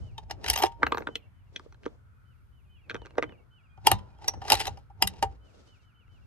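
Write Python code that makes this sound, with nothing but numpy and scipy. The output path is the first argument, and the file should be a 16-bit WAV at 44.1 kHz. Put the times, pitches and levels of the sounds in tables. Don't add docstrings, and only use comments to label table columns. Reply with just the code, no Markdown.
import sys
import numpy as np
from scipy import signal
from scipy.fft import rfft, irfft, next_fast_len
from scipy.io import wavfile

SR = 44100
rng = np.random.default_rng(int(sys.argv[2]) if len(sys.argv) > 2 else 0)


def boost(x):
    u = np.asarray(x, float) / 20
    return 10 ** u


def inscribe(sig):
    pcm = np.round(np.clip(np.atleast_2d(sig).T, -1, 1) * 32767)
    wavfile.write(sys.argv[1], SR, pcm.astype(np.int16))


N = 276286

# (pitch [Hz], level [dB], time to fall 60 dB [s])
STEEL_MODES = [(2000, -7, 0.012), (2850, -14, .05), (3200, -5, .013), (4100, -6.5, .008), (5300, -1, .011),
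               (6208, -5, .013)]
# (pitch [Hz], level [dB], time to fall 60 dB [s])
STEEL_TOP_MODES = [(11600, 5.9, .004), (13200, 4, 0.0035)]
# (pitch [Hz], level [dB], time to fall 60 dB [s])
CHASSIS_MODES = [(370, -12.5, 0.048), (439, -11.5, 0.077), (787, -13.5, 0.13), (813.4, -8, 0.094),
                 (879, 2.5, 0.036), (914, -6, .06), (1130, -8.5, 0.022)]


def unit(x):
    return x / np.sqrt(np.mean(x ** 2) + 1e-20)


def band(x, low_hz, high_hz):
    edges = [low_hz, min(high_hz, .45 * SR)]
    return signal.sosfilt(signal.butter(2, edges, "band", fs=SR, output="sos"), x)


def low_pass(x, order, cut_hz):
    return signal.sosfilt(signal.butter(order, cut_hz, fs=SR, output="sos"), x)


def at_hz(points, hz):
    table_hz, value = np.transpose(points)
    return np.interp(np.log(hz), np.log(table_hz), value)


def drift(rate, rows=1):
    knots = rng.standard_normal((rows, 700))
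    return np.array([np.interp(np.arange(N) * rate / SR, np.arange(700), k) for k in knots])


def decays(modes, seconds=0.23):
    hz, db, t60 = np.transpose(modes)[:, :, None]
    t = np.arange(int(seconds * SR)) / SR
    return boost(db - 60 * t / t60) * np.sin(2 * np.pi * hz * t)


def add(track, s, sound):
    i = int(s * SR)
    track[i:i + len(sound)] += sound[:N - i]


def grains(per_s, size_db):
    sizes = boost(size_db * np.minimum(rng.exponential(1, N), 5)) * rng.choice([-1, 1], N)
    return sizes * (rng.random(N) < per_s / SR)


def strokes(rows, rise_s, fall_s, tail_db, tail_s):
    t, out = np.arange(N) / SR, 0
    for s, length, *level_db in rows:
        after = np.maximum(t - s - length, 0)
        swell = np.exp(np.minimum(t - s, 0) / rise_s)
        fall = np.exp(-after / fall_s) + boost(tail_db) * np.exp(-after / tail_s)
        out = out + boost(level_db)[:, None] * swell * fall
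    return out


def contacts(rows, bodies, edges_hz, crack_db, cloud_db, cloud_t60, accent_db, accent_t60, uneven_db, spread):
    out, t = np.zeros(N), np.arange(6000) / SR
    modes = [decays(b, seconds=6000.5 / SR) for b in bodies]
    lead_s, early = 0.012, t[:1300]
    lead_in = boost(-21) * np.exp(np.minimum(early - lead_s, 0) / 0.0016) * (early < lead_s)
    chance = rng.standard_normal((len(rows), 3, 16))
    grit = rng.standard_normal((len(rows), 3, 2, 6000))
    for (s, *level_db, hz, ms), luck, noise in zip(rows, chance, grit):
        for k in range(3):
            touch_s = max(ms, .2) / 1000 * (.45, .35, .6)[k]
            life = np.maximum(early - lead_s, 0) / touch_s
            body = boost(uneven_db * luck[k, :len(modes[k])]) @ modes[k]
            body += boost(cloud_db[k] - 60 * t / cloud_t60[k]) * noise[k, 1]
            if k == 0:
                body += boost(accent_db - 60 * t / accent_t60) * np.sin(2 * np.pi * hz * t)
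            body[0] += boost(crack_db[k])
            burst = noise[k, 0, :1300] ** 3 * (life ** 2 * np.exp(-life) + lead_in)
            sound = band(signal.fftconvolve(burst, body), *edges_hz[k])
            if k == 0:
                sound = band(sound, hz / spread, hz * spread)
                sound = band(sound, hz / spread ** 1.3, hz * spread ** 1.3)
            add(out, s - lead_s - .0003, boost(level_db[k]) * sound / np.abs(sound).max())
    return out


def bolt_contacts():
    # (time [s], clack level [dB], top level [dB], chassis level [dB], strongest ring [Hz])
    opening = [(0.179, -38.5, -54, -38, 3110), (0.2969, -44.5, -62, -39.5, 2500),
               (0.3089, -24.5, -35.5, -31, 1860), (0.4411, -27, -47, -35, 1850),
               (0.4609, -25, -43, -36.5, 2900), (0.478, -27.5, -36, -39, 3140),
               (0.483, -21.5, -29.5, -34.5, 3140), (0.4991, -13.5, -13.5, -29.5, 5610),
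               (0.509, -26, -33.5, -36.5, 5300), (0.5314, -24, -28.5, -39.5, 4720),
               (0.536, -24, -28.5, -41.5, 4720), (0.558, -20, -26, -29, 4100),
               (0.5741, -24.5, -32.5, -32.5, 3300), (0.586, -28.5, -32, -34, 3500),
               (0.5982, -33.5, -43, -29, 3500), (0.619, -31.5, -40, -26.5, 3200),
               (0.6235, -20.5, -23.5, -25.5, 3440), (0.6342, -18.5, -27.5, -12.5, 3040),
               (0.646, -28.5, -36.5, -24.5, 3800), (0.6561, -29, -40, -32, 4000),
               (0.663, -32, -44.5, -34.5, 3400), (0.717, -54.5, -73.5, -50.5, 3400)]
    # (time [s], clack level [dB], top level [dB], chassis level [dB], strongest ring [Hz])
    closing = [(3.7721, -64.5, -94.5, -50.5, 1600), (3.865, -22.5, -30, -28, 3300),
               (3.8692, -7.5, -10, -8.5, 3210), (3.915, -11.5, -10, -15.5, 4500),
               (3.985, -48.5, -61.5, -50.5, 3400), (4.182, -63.5, -81.5, -54.5, 3200),
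               (4.241, -38.5, -81, -42, 3000), (4.2794, -24, -23.5, -30.5, 5770),
               (4.3351, -47.5, -70, -40.5, 3000), (4.4159, -42.5, -58, -35.5, 1800),
               (4.4488, -43, -66, -38, 3080), (4.4802, -33.5, -51, -36, 4800),
               (4.5007, -12.5, -20, -22.5, 3970), (4.509, -24.5, -36, -24.5, 3300),
               (4.5198, -6.5, -11, -15, 4810), (4.529, -15, -22, -19.5, 4200),
               (4.54, -17.5, -26, -25, 4800), (4.5503, -23.5, -29, -36, 4000), (4.57, -31, -48, -42, 4500),
               (4.594, -30.5, -34, -40.5, 3500), (4.601, -23, -32, -31, 3490), (4.609, -29, -34, -35, 3600),
               (4.6529, -27.5, -45, -40.5, 4040), (4.6684, -23.5, -29, -30.5, 3160),
               (4.676, -28, -40.5, -28, 4200), (4.689, -46, -59, -42, 3200), (4.77, -50, -69, -46.5, 3000),
               (4.7829, -64.5, -70, -71, 5200), (4.8982, -71, -94, -49.5, 3000),
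               (5.023, -6.5, -10, -17.5, 5200), (5.014, -45, -60, -38, 3000), (5.0444, -44, -52, -42, 2850),
               (5.073, -23, -18.5, -45, 3890), (5.225, -20, -27, -19, 3170), (5.2305, -28, -36, -19, 5000)]
    touch_ms, ms_per_db = 1.3, 0.06
    rows = [(*row, touch_ms - ms_per_db * row[1]) for row in opening + closing]
    return contacts(rows, (STEEL_MODES, STEEL_TOP_MODES, CHASSIS_MODES),
                    ((1280, 7600), (7500, 14000), (302, 1400)), crack_db=(22, 22, 5),
                    cloud_db=(-11, -14, -4), cloud_t60=(.065, .035, .09),
                    accent_db=-2, accent_t60=.012, uneven_db=4.5, spread=3.4)


def slides():
    # (time [s], length [s], rasp level [dB], chassis level [dB])
    pushes = [(.16, 0.076, -71, -57), (.31, .04, -65.5, -51), (.455, 0.058, -40.5, -40),
              (.51, 0.14, -43, -44), (3.85, 0.012, -61.5, -57), (3.88, 0.073, -46.5, -37),
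              (4.22, 0.1, -58, -49), (4.43, 0.046, -55, -45.5), (4.49, 0.066, -40, -45),
              (4.575, 0.094, -41.5, -46), (5.02, 0.032, -58.5, -42), (5.1, 0.12, -58.5, -56),
              (4.0, 0.17, -79, -66.5), (5.26, 0.1, -72.5, -74.5), (4.74, 0.057, -73, -64)]
    rasp = grains(per_s=6000, size_db=3.8) * boost(4.0 * drift(80)[0])
    steel, chassis = strokes(pushes, rise_s=0.014, fall_s=0.0067, tail_db=-20, tail_s=.07)
    top = boost(-0.5) * steel ** 1.4
    layers = [(steel, STEEL_MODES, 27, (1200, 7000)),
              (top, STEEL_TOP_MODES, 25, (8000, 14500)),
              (chassis, CHASSIS_MODES, 24, (170, 1400))]
    out = 0
    for gain, body, crack_db, edges in layers:
        answer = decays(body).sum(axis=0)
        answer[0] += boost(crack_db)
        scrape = signal.fftconvolve(rasp, answer)[:N]
        out = out + gain * unit(band(band(scrape, *edges), *edges))
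    return out


def long_rings():
    # (time [s], pitch [Hz], level [dB], time to fall 60 dB [s])
    metal = [(0.63, 930, -36, 0.39), (4.283, 5775, -12, 0.023), (4.285, 5770, -47.5, 0.23),
             (4.669, 7300, -55, 0.11), (5.074, 3750, -22, 0.018), (.635, 1300, -18, 0.021),
             (5.03, 2800, -39, 0.075), (0.18, 3700, -38, 0.041), (0.309, 2880, -51, 0.09),
             (3.92, 904, -35.5, .2), (3.92, 1000, -42, 0.35), (3.92, 3700, -39.5, 0.13),
             (3.92, 4030, -45, 0.13), (3.92, 6170, -49.5, .13), (3.872, 4700, -27.5, .06)]
    # (time [s], level [dB], time to fall 60 dB [s])
    tinkles = [
        (.498, -39, .06),
        (.574, -32, 0.15),
        (.866, -57.5, .15),
        (.945, -57.5, .1),
        (.982, -53, 0.082),
        (1.165, -64, .1),
    ]
    # (time [s], level [dB], pitch [Hz], time to fall 60 dB [s])
    thumps = [(0.324, -47.5, 90.7, 0.23), (0.498, -32.5, 77.26, 0.19), (.84, -35.5, 69.37, 0.26),
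              (3.884, -38.5, 97.1, 0.055), (3.925, -24.5, 97.1, 0.16), (3.929, -38, 194.7, 0.34),
              (4.528, -33.5, 100, 0.17), (5.037, -34.5, 186.7, 0.312), (5.038, -42.5, 95.4, 0.47),
              (5.242, -34, 58.1, 0.45), (5.239, -35, 98.9, 0.095)]
    brass_hz = 14020
    tones = metal + [(s, brass_hz, db, t60) for s, db, t60 in tinkles]
    tones = tones + [(s, hz, db, t60) for s, db, hz, t60 in thumps]
    out = np.zeros(N)
    for s, hz, db, t60 in tones:
        tone = decays([(hz, db, t60)], seconds=.5)[0]
        swell = np.minimum(np.arange(len(tone)) * hz / SR / 0.35, 1)
        add(out, s, tone * swell)
    return out


def bench(knocks):
    # (pitch [Hz], level [dB], time to fall 60 dB [s])
    box = [(946.5, -10, 0.03), (1280, -11, 0.025), (1596, -2.5, 0.011), (2100, -4, 0.006),
           (2500, -6, 0.005), (3432, -1, 0.004)]
    # (pitch [Hz], level [dB], time to fall 60 dB [s])
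    box_top = [(4240, 0.5, .004), (6200, -2, .004)]
    # (pitch [Hz], level [dB], time to fall 60 dB [s])
    plank_modes = [(307, -0.5, 0.064), (390, 14, 0.026), (459.6, 12.5, 0.037), (583, -22.5, 0.017)]
    sound = contacts(knocks, (box, box_top, plank_modes), ((600, 5000), (2700, 7200), (237.0, 750)),
                     crack_db=(18, 18, 5), cloud_db=(-12, -14, -3), cloud_t60=(.035, .02, .06),
                     accent_db=2, accent_t60=.007, uneven_db=5.5, spread=1.875)
    return low_pass(sound, 1, cut_hz=6000)


def case_bounces():
    # (time [s], knock level [dB], top level [dB], plank level [dB], strongest ring [Hz])
    bounces = [(0.822, -30, -55, -40.5, 1000), (0.83, -7, -28, -21, 1430), (0.8661, -20.5, -29, -36, 1320),
               (0.866, -24.5, -40, -45, 2900), (0.9209, -16.5, -30, -27, 1490),
               (0.945, -23, -37.5, -30, 1320), (0.972, -23, -35, -34.5, 1420),
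               (0.9805, -25.5, -32.5, -32.5, 1330), (1.0041, -38, -52.5, -35.5, 1100),
               (1.0204, -36, -52, -38, 1500), (1.0708, -22, -31.5, -34, 1606),
               (1.0863, -34.5, -54.5, -32, 1010), (1.1552, -20, -24, -39, 3200)]
    touch_ms = 1.7
    return boost(0.78) * bench([(*row, touch_ms) for row in bounces])


def hand_knocks():
    # (time [s], knock level [dB], top level [dB], plank level [dB], strongest ring [Hz])
    handling = [(1.5222, -70, -80, -57, 1210), (1.5612, -25, -32, -44, 3300), (1.5955, -40, -44, -51, 1500),
                (1.6606, -59, -74, -44.5, 1201), (1.7245, -47.5, -52, -60, 1360),
                (1.7445, -54, -56, -66, 1500), (1.8335, -48, -56, -60, 3000), (1.8415, -48, -56, -58, 3200),
                (1.8546, -37, -46, -42, 3200), (1.8585, -41, -50, -44, 3200), (1.878, -54, -60, -50, 3300),
                (1.8612, -29.5, -44.5, -24, 1220), (2.8967, -27, -32.5, -49, 2497),
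                (2.9048, -30.5, -39, -40.5, 2330), (2.9114, -29, -45, -45, 2340),
                (2.9443, -28, -35.5, -29, 1894), (2.953, -30, -52, -37, 1490),
                (2.9636, -38, -46, -54, 1400), (3.0175, -46, -52, -42.5, 1300),
                (3.051, -46, -56, -48, 1500), (3.0582, -41, -43, -47, 1550),
                (3.0671, -41.5, -48, -58.5, 1550), (3.1064, -49, -55.5, -69, 1300),
                (3.154, -48.5, -58, -61, 1410), (3.172, -45, -57, -46, 900),
                (3.1813, -20, -31.5, -17.5, 1083), (3.1831, -22.5, -46, -26.5, 2100),
                (3.1923, -31.5, -49, -27.5, 1255), (3.225, -18.5, -33.5, -26, 2100),
                (3.232, -29, -37, -34.5, 1300), (3.2386, -27.5, -48, -32.5, 1920),
                (3.2925, -44.5, -66, -48, 1900), (3.322, -50, -69, -50.5, 1500),
                (6.0081, -72.5, -84, -71, 2750), (6.0793, -61, -70, -67, 2000)]
    touch_ms = 1.25
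    return bench([(*row, touch_ms) for row in handling])


def rubs():
    # (time [s], length [s], rustle level [dB], plank level [dB])
    touches = [(.005, 0.02, -74, -52.5), (.84, 0.065, -86.5, -42), (.95, .17, -81, -51),
               (1.54, 0.084, -77, -58), (1.83, 0.066, -83.5, -57), (2.92, 0.072, -86.5, -51.5),
               (3.05, 0.02, -89.5, -79), (3.15, 0.091, -93.5, -53), (3.26, 0.064, -96, -56),
               (.3, 0.36, -90, -54), (3.95, 0.045, -94, -51.5), (4.25, 0.49, -88, -56),
               (5.04, 0.28, -91.5, -57.5), (5.47, 0.15, -79, -62.5), (5.66, 0.16, -83.5, -76),
               (6.12, 0.12, -86.5, -70.5)]
    rustle, plank = strokes(touches, rise_s=0.027, fall_s=0.066, tail_db=-13.5, tail_s=0.054)
    fibres = np.array([grains(per_s=9000, size_db=2.5) for side in "LR"]) * boost(2.5 * drift(40))
    bright = unit(band(band(fibres, 1900, 6200), 830, 11000))
    dull = unit(band(fibres[::-1], 130, 600))
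    return boost(3.0) * rustle * bright + boost(-5.0) * plank * dull


def ports(x, lead):
    # (pitch [Hz], phase [radians])
    port_phase = [(60, 0.), (180, 2), (380, 1.65), (800, 0.5), (1300, 1.71), (2600, 1.57), (5000, 2),
                  (14000, 1.81)]
    # (pitch [Hz], level [dB])
    port_balance = [(60, 1.0), (130, 0.0), (290, -2.5), (640, -2.0), (1410, 0.5), (3100, 2), (6820, 1.5),
                    (15000, -0.5)]
    size = next_fast_len(N + 4096)
    hz = np.maximum(np.arange(size // 2 + 1) * SR / size, 1)
    half = np.exp(.5j * lead * at_hz(port_phase, hz)) * boost(at_hz(port_balance, hz) / 2)
    return irfft(rfft(x, size) * np.array([half, 1 / half]), size)[:, :N]


def trees(x, t60):
    t = np.arange(int(.4 * SR)) / SR
    scatter = rng.standard_normal((2, len(t))) * boost(-60 * t / t60) * (t > .004)
    scatter /= np.sqrt(np.sum(scatter ** 2, axis=1, keepdims=True))
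    return signal.fftconvolve(x[None], scatter, axes=1)[:, :N]


def birds():
    # (time [s], level [dB])
    calls_at = [(0.018, -62.5), (0.815, -55), (1.095, -56.5), (1.338, -74), (2.25, -70), (2.518, -69),
                (2.694, -60.5), (2.971, -57), (3.252, -57.5), (3.508, -60), (5.41, -64.5), (5.669, -61),
                (5.825, -67), (5.94, -63), (6.089, -64.5)]
    # (delay [s], length [s], start pitch [Hz], end pitch [Hz], level against the call [dB])
    pips = [(0.124, .03, 2805, 2636, -4), (.165, 0.022, 2250, 2214, -8.5)]
    # (time [s], length [s], start pitch [Hz], end pitch [Hz], level [dB])
    short_notes = [(1.469, 0.027, 2750, 2700, -71), (2.116, .17, 2480, 2450, -79),
                   (2.65, .23, 2470, 2450, -70), (2.76, .05, 3280, 3260, -70),
                   (2.811, 0.071, 2800, 2414, -61.5), (3.39, .03, 2240, 2194, -65),
                   (3.585, .04, 3280, 3300, -72.5), (3.64, .05, 2750, 2220, -62.5),
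                   (3.69, .11, 2440, 2455, -64.5), (3.695, 0.034, 3200, 3280, -70),
                   (3.602, .15, 4900, 4840, -87), (4.098, .055, 2460, 2436, -67.5),
                   (4.168, 0.027, 3200, 3240, -68), (6.225, 0.027, 2720, 2675, -66),
                   (1.235, .04, 2760, 2710, -65)]
    whistles = [(s, .12, .052, 3000, 2230, db) for s, db in calls_at]
    endings = [(s + late, *pip, db + less_db) for s, db in calls_at for late, *pip, less_db in pips]
    for s, length, start_hz, end_hz, db in short_notes + endings:
        whistles.append((s, length, 0.1 * length, start_hz, end_hz, db))
    out = np.zeros(N)
    for s, length, hold, start_hz, end_hz, db in whistles:
        t = np.arange(int(length * SR)) / SR
        fall = np.clip((t - hold) / max(length - hold, .01), 0, 1)
        hz = start_hz + (end_hz - start_hz) * (1 - np.cos(np.pi * fall)) / 2
        hz = hz + 47.0 * np.sin(np.pi * np.minimum(t / max(hold, .01), 1))
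        shape = np.sin(np.pi * t / length) ** 0.4 * boost(-5.0 * fall)
        add(out, s, boost(db - 6) * shape * np.sin(2 * np.pi * np.cumsum(hz) / SR))
    sides = out * boost([[-3.0], [1.5]])
    return sides + boost(-9) * trees(out, t60=0.2)


def road():
    # (time [s], length [s], level [dB])
    whines = [
        (2.08, 0.2, -74),
        (3.6, 0.69, -75.5),
        (4.75, 0.044, -76),
        (5.45, 0.15, -77.5),
        (5.95, 0.18, -77),
    ]
    whine_hz, spread = 1380, 1.09
    hiss = band(rng.standard_normal((2, N)), whine_hz / spread, whine_hz * spread)
    return unit(hiss) * strokes(whines, rise_s=0.26, fall_s=0.26, tail_db=-38, tail_s=.1)


def low_rumble():
    # (time [s], level [dB])
    far = [
        (0.0, -44.5),
        (0.38, -51),
        (0.91, -50.5),
        (1.22, -55),
        (2.81, -57),
        (3.75, -61),
        (4.3, -52.5),
        (5.0, -55.5),
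        (5.98, -62.5),
        (6.26, -51.5),
    ]
    # (time [s], level [dB])
    jolts = [
        (.002, -44),
        (0.519, -42),
        (3.0, -49),
        (3.25, -47.5),
        (4.378, -47),
        (3.94, -32.5),
        (4.551, -41.5),
        (4.71, -43),
        (5.06, -45),
        (5.27, -39.5),
    ]
    t = np.arange(N) / SR
    s, db = np.transpose(far)
    fade = np.clip(np.minimum(t - s[0] + .01, s[-1] + .01 - t) / .02, 0, 1)
    sway = strokes([(when, 0.021, level) for when, level in jolts],
                   rise_s=0.051, fall_s=0.024, tail_db=-26.5, tail_s=0.11)
    swell = boost(np.interp(t, s, db)) * fade + sway
    mid, side = band(band(rng.standard_normal((2, N)), 45, 110), 27, 200)
    wide = unit(mid + .85 * side * [[1], [-1]])
    return wide * swell * boost([[.8], [-.8]])


def faint_air():
    # (pitch [Hz], level per Hz [dB])
    air_curve = [(150, -8.5), (216, -12), (567, -24.5), (1150, -18), (2020, -26), (7500, -44),
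                 (11000, -39.5), (15000, -55.5)]
    white, edges, air = rng.standard_normal((2, 2, N)), 150 * 2 ** np.arange(0, 6.6, .5), 0
    for k, (low, high, patch) in enumerate(zip(edges, edges[1:], drift(3.0, rows=13))):
        level_db = at_hz(air_curve, np.sqrt(low * high)) + 1.8 * patch
        air = air + boost(level_db) * band(white[k % 2], low, high)
    return boost(-73.5) * unit(air)


def mains_hum():
    hum_hz, hum_db = 119, -70
    return boost(hum_db + 0.83 * drift(1.7)) * np.sin(2 * np.pi * hum_hz * np.arange(N) / SR)


def scene():
    rifle = boost(2.0) * bolt_contacts() + long_rings() + boost(-5.0) * slides()
    case, hand = case_bounces(), hand_knocks()
    hand_pan = boost([[-.5], [.5]])
    direct = ports(rifle, lead=0.93) + ports(case, lead=-0.71) + ports(hand, lead=-0.67) * hand_pan
    near = band(rifle + case + hand, 220, 8700)
    bench_echo = boost(-12.0) * trees(near, t60=0.049)
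    tree_echo = boost(-27.0) * trees(band(near, 300, 3900), t60=0.29)
    background = road() + faint_air() + boost(-1.5) * low_rumble() + mains_hum()
    return direct + bench_echo + tree_echo + rubs() + birds() + background


def top_cut(x):
    return signal.sosfilt(signal.butter(12, 16810, fs=SR, output="sos"), x)


def record(dry):
    dry = signal.sosfilt(signal.butter(2, 32, "high", fs=SR, output="sos"), dry)
    rounded = 1.069 * np.tanh(dry / 0.82)
    mix = low_pass(rounded, 8, cut_hz=14700)
    return top_cut(mix)


dry = scene()
out = record(dry)
inscribe(out)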